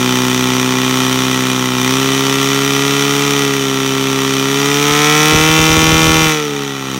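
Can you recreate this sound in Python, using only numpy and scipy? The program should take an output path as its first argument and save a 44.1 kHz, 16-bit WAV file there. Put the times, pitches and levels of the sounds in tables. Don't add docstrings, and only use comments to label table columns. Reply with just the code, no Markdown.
import sys
import numpy as np
from scipy import signal
from scipy.fft import rfft, irfft
from scipy.io import wavfile
from scipy.ndimage import uniform_filter1d

SR = 44100
rng = np.random.default_rng(int(sys.argv[2]) if len(sys.argv) > 2 else 0)


def elevation(decibels):
    levels = np.asarray(decibels, float)
    return 10 ** (levels / 20)


def store_wav(level_fs):
    pcm = np.round(np.clip(np.atleast_2d(level_fs), -1, 1) * 32767)
    wavfile.write(sys.argv[1], SR, pcm.T.astype(np.int16))


N = 308259

# columns t/s, firing rate f/Hz
FIRING_RATE = [(0, 125.6), (.3, 126.4), (1.05, 129.1), (1.4, 128.8), (1.8, 126.1), (2.0, 133.6),
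               (2.6, 137.3), (3.25, 141.4), (3.42, 139.8), (3.72, 134.2), (4.42, 134.9), (4.72, 142.4),
               (5.5, 157.7), (6.0, 159.8), (6.24, 159.1), (6.55, 142), (6.9, 132.1), (6.99, 131.6)]
# columns t/s, throttle
THROTTLE = [(0, -0.054), (1.75, -0.075), (2, -0.011), (3.4, 0.1), (3.6, -0.013), (4.4, -0.037), (4.7, 0.17),
            (5, 0.43), (6.25, 0.46), (6.4, 0.32), (6.55, -0.44), (6.99, -0.17)]
# columns t/s, engine level/dB, cylinder unevenness/dB, brightness/dB per partial
EFFORT = [(0, -17, 4.5, .1), (.8, -18, 2.5, 0.3), (1.0, -16.5, 1, -0.7), (1.45, -18, 4, -0.8),
          (1.72, -19.5, 3.5, -0.7), (1.9, -16.5, 2, 0), (2.35, -17, 0.5, -0.2), (2.9, -16.5, -0.5, -0.2),
          (3.44, -17, 1.5, 0.5), (3.58, -20, 1, 0.7), (4.45, -18.5, 1, 0.5), (5.1, -13, 0, 0.6),
          (5.5, -13, -1, -.3), (6.15, -13, 10.5, -0.7), (6.29, -15, -2, -0.5), (6.41, -24, 2, 2.5),
          (6.8, -27.5, -0.5, -2.5), (6.99, -24.5, 10.5, -3)]
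# columns f/Hz, level over the engine/dB
PIPE = [(148, -6.5), (160, -3), (256, -0.5), (300, -4.5), (320, -0.5), (382, -6.5), (415, -3), (478, -5.5)]
# columns multiple of firing rate, level under their leader/dB, phase/turns
SHAFT_PARTIALS = [(1.5, -1.5, 0.123), (2.5, -4.5, 0.098), (3.5, -10, -0.084)]
# columns multiple of firing rate, level under the raps when shut/dB, gain wide open/dB, phase/turns
UPPER_PARTIALS = [(4, -15.5, -6.5, 0.72), (4.5, -27, -5, 0.42), (5, -20, 23, 0.1), (5.5, -22.5, -26, 0.057),
                  (6, -24.5, -7, 0.56), (6.5, -21, -20, 0.76), (7, -13.5, 17, 0.45), (8, -21.5, -9, 0.29),
                  (8.5, -14.5, 18.5, 0.26), (11, -18.5, 18, 0.25), (12, -28, 29, 0.69),
                  (13, -29.5, 33, 0.79), (15, -25, 32, 0.13), (17, -28, 32, 0.54)]
# columns multiple of firing rate, level under partial 2/dB
CAM_PARTIALS = [(.75, -58), (1.25, -22.5), (1.751, -27), (2.249, -24.5), (2.75, -25), (3.25, -25),
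                (3.748, -29), (4.25, -36)]
# columns delay/turns, level when shut/dB, gain wide open/dB
KNOCKS = [
    (0, 0, 0),
    (.36, -12, 5),
    (.69, -15, 9),
]
# columns f/Hz, width/Hz, level/dB
LOW_BODY = [(856, 65, 2), (1098, 134, 3), (1347, 105, 7.5), (1826, 108, 1)]
# columns f/Hz, width/Hz, level/dB
HIGH_BODY = [(1939, 87, 0), (2426, 106, -0.5), (2688, 43, -1.5), (3025, 157, -1), (3593, 305, -3.5),
             (4020, 57, -3.5), (4400, 330, -16.5), (4566, 51, -6.5)]
# columns f/Hz, width/Hz, level/dB
COVER = [(5240, 930, -10), (5917, 190, 2), (6625, 206, -4.5)]
# columns f/Hz, level/dB per Hz
GAS_HISS = [(3530, -25.5), (6000, -1), (6300, -19), (6800, -8.5), (7290, -8.5), (9100, -7.5), (10500, -17),
            (12200, -10.5), (15100, -14.5), (15800, -9)]
# columns t/s, peak level/dB
POPS = [(2.368, -33), (4.902, -21), (5.321, -10), (5.346, -7.5), (5.375, -17), (5.398, -14), (5.44, -22),
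        (5.488, -13), (5.579, -17), (5.592, -10), (5.621, -16), (5.678, -18), (5.692, -11), (5.716, -11),
        (5.766, -7), (5.783, -14), (5.827, -12), (5.868, -13), (5.89, -18), (5.917, -8), (5.943, -9.5),
        (5.992, -18), (6.02, -16), (6.043, -16), (6.071, -10), (6.096, -9), (6.144, -17), (6.17, -14),
        (6.217, -17), (6.257, -17)]
# columns f/Hz, level/dB per Hz
RUMBLE = [(15, -72), (25, -17), (128, 0), (224, 5.5), (273, 5), (324, -19), (409, 6.5), (484, 0.5),
          (1000, 4), (1300, -49), (2200, -120)]
# columns level at light load/dB, share of the level change, gain wide open/dB
HUMP_LAWS = [
    (-18, 0.75, -1.2),
    (-18, 0.86, -3.5),
    (-18, 0.6, -1.3),
]

RAP_LAW, GAS_LAW, HISS_LAW = (-20, 0.79, 0.092), (-17.8, 0.86, 0.1), (-30.5, 1.04, 0.1)
SHAFT_LAW, WEAK_LAW = (-33, 0.38, -4), (-10, -0.27, 4.4)
WEAK_PER_UNEVEN = -0.27
LIGHT_LOAD_DB = -18
FLYWHEEL_S = 0.079
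PIPE_NULL_HZ, PIPE_NULL_WIDTH_HZ, PIPE_NULL_DB = 568, 28.5, -7.5
POP_LENGTH_S = 0.011


def exhaust(turns, hump_db, shaft_db, rap_db, throttle):
    def partial(multiple, db, phase=0.0, wobble_db=0.6):
        swing = np.cos(2 * np.pi * (multiple * turns - phase))
        return np.sqrt(2) * elevation(db + wobble_db * walk(12)) * swing

    def pipe_null(f):
        return PIPE_NULL_DB * np.exp(-((f - PIPE_NULL_HZ) / PIPE_NULL_WIDTH_HZ) ** 2)

    db1, db2, db3 = hump_db
    hump = partial(1, db1, 0.016, 0.23) + partial(2, db2, 0.055, 0.11) + partial(3, db3, -0.025, 0.17)
    firing_hz = np.gradient(turns) * SR
    upper = sum(partial(m, rap_db + db + open_db * throttle + pipe_null(m * firing_hz), phase)
                for m, db, open_db, phase in UPPER_PARTIALS)
    shaft = partial(0.49, 0.35 * db1 + 0.7 * shaft_db - 15.5, 0.34, 0.6)
    shaft = shaft + sum(partial(m, shaft_db + db, phase) for m, db, phase in SHAFT_PARTIALS)
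    cam = sum(partial(m, db2 + db, rng.random(), 0.5) for m, db in CAM_PARTIALS)
    return hump + upper + shaft + cam


def block(turns, rap_db, gas_db, weak_db, hiss_db, throttle):
    turns = turns + 0.49
    firing = np.floor(turns).astype(int)
    chance = rng.standard_normal((firing[-1] + 1, 3)).T
    count = np.arange(1, firing[-1] - 1)
    cylinder_db = np.array([-0.95, -0.6, -3.5, 1.0])

    raps = np.zeros(N + 1)
    for delay, db, open_db in KNOCKS:
        at = np.interp(count + delay, turns, np.arange(N))
        scatter = 2.2 - 2.4 * throttle[at.astype(int)]
        at = at + scatter * chance[0, count]
        i = np.clip(at.astype(int), 0, N - 1)
        cylinder = weak_db[i] * (count % 2) + cylinder_db[count % 4]
        size = elevation(db + open_db * throttle[i] + cylinder + 0.44 * chance[1, count])
        raps[i] += size * (1 - at % 1)
        raps[i + 1] += size * (at % 1)
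    raps = raps[:N]

    since = turns - firing
    strength_db = weak_db * (firing % 2) + cylinder_db[firing % 4]
    puff_shape = (1 - np.exp(-since / 0.06)) * np.exp(-since / 0.33)
    puff = elevation(0.6 * strength_db + 1.5 * chance[2, firing]) * puff_shape + 0.16
    noise = puff * rng.standard_normal((4, N))

    low_knock = (0.8 + 0.17 * throttle) * level(ring(raps, LOW_BODY, 1.5), 0)
    low_gas = (0.42 - 0.24 * throttle) * level(ring(noise[0], LOW_BODY), 0)
    regular = 0.76 + 0.27 * throttle
    high_knock = regular * level(ring(raps, HIGH_BODY, 1.6), 0)
    high_gas = np.sqrt(1 - regular ** 2) * level(ring(noise[1], HIGH_BODY), 0)
    cover = level(ring(noise[2] + (7 + 7 * throttle) * raps, COVER), -5.5)
    hiss = level(coloured(puff ** 0.057 * noise[3] + 3 * raps, GAS_HISS), 1.83)

    low = elevation(rap_db - 2.0) * (low_knock + low_gas)
    high = elevation(gas_db - 2.5 + 0.25 * walk(8.9)) * (high_knock + high_gas + cover)
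    return low + high + elevation(hiss_db) * hiss


def pops(turns):
    out = np.zeros(N + SR)
    t = np.arange(SR // 10) / SR
    for (s, db), (a, b) in zip(POPS, rng.standard_normal((len(POPS), 2))):
        hz = (52 + 6 * a) + (520 + 40 * b) * np.exp(-t / 0.004)
        fade = np.exp(-(t / POP_LENGTH_S / (1 + 0.13 * b)) ** 2 / 3)
        pop = np.sin(2 * np.pi * np.cumsum(hz) / SR) * fade
        hump_turn = np.round(turns[int(s * SR)] + 0.15) - 0.15
        start = np.searchsorted(turns, hump_turn)
        out[start:start + len(t)] += elevation(db) * pop
    return out[:N]


def rumble(rap_db, throttle):
    smear = level(coloured(rng.standard_normal(N), RUMBLE), -15.5)
    return elevation(rap_db - 3 * throttle + 0.9 * walk(7)) * smear


def level(x, db):
    return x * elevation(db) / np.sqrt(np.mean(x ** 2))


def curves(table):
    s, *columns = np.transpose(table)
    return [np.interp(np.arange(N) / SR, s, c) for c in columns]


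def walk(rate):
    k = int(SR / rate)
    held = np.repeat(rng.standard_normal(N // k + 1), k)
    return 0.98 * uniform_filter1d(uniform_filter1d(held, k), k)[:N]


def coloured(x, spectrum):
    hz, db = np.transpose(spectrum)
    f = np.fft.rfftfreq(N, 1 / SR) + 1
    gain_db = np.interp(np.log(f), np.log(hz), db, left=-90, right=-90)
    return irfft(rfft(x) * elevation(gain_db), N)


def ring(x, modes, damping=1.0):
    out = 0
    for k, (hz, width, db) in enumerate(modes):
        peak = signal.iirpeak(hz, hz / width / damping, fs=SR)
        out = out + (-1) ** k * elevation(db) * signal.lfilter(*peak, x)
    return out


def scene():
    hz = uniform_filter1d(curves(FIRING_RATE)[0], int(FLYWHEEL_S * SR), mode="nearest")
    turns = np.cumsum(hz) / SR
    level_db, uneven_db, bright_db = curves(EFFORT)
    throttle = np.clip(curves(THROTTLE)[0], -1, 1)

    def follow(law):
        light_db, share, open_db = law
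        return light_db + share * (level_db - LIGHT_LOAD_DB) + open_db * throttle

    pipe_hz, pipe_db = np.transpose(PIPE)
    hump_db = []
    for k, law in enumerate(HUMP_LAWS):
        pipe_gain_db = np.interp(np.log((k + 1) * hz), np.log(pipe_hz), pipe_db)
        hump_db.append(follow(law) + k * bright_db + pipe_gain_db)

    rap_db = follow(RAP_LAW)
    weak_db = follow(WEAK_LAW) + WEAK_PER_UNEVEN * uneven_db
    drone = exhaust(turns, hump_db, follow(SHAFT_LAW) + uneven_db, rap_db, throttle)
    clatter = block(turns, rap_db, follow(GAS_LAW), weak_db, follow(HISS_LAW), throttle)
    return (drone + clatter + rumble(rap_db, throttle) + pops(turns))[None]


def band_limit(x):
    return signal.sosfilt(signal.butter(12, 15920, fs=SR, output="sos"), x)


def record(dry):
    bass_cut = signal.butter(2, 30, "high", fs=SR, output="sos")
    top_cut = signal.ellip(8, 0.2, 60, 15870, fs=SR, output="sos")
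    x = signal.sosfilt(bass_cut, dry)
    rounded = 1.15 * np.tanh(0.97 * x)
    mix = signal.sosfilt(top_cut, rounded)
    return band_limit(mix)


dry = scene()
out = record(dry)
store_wav(out)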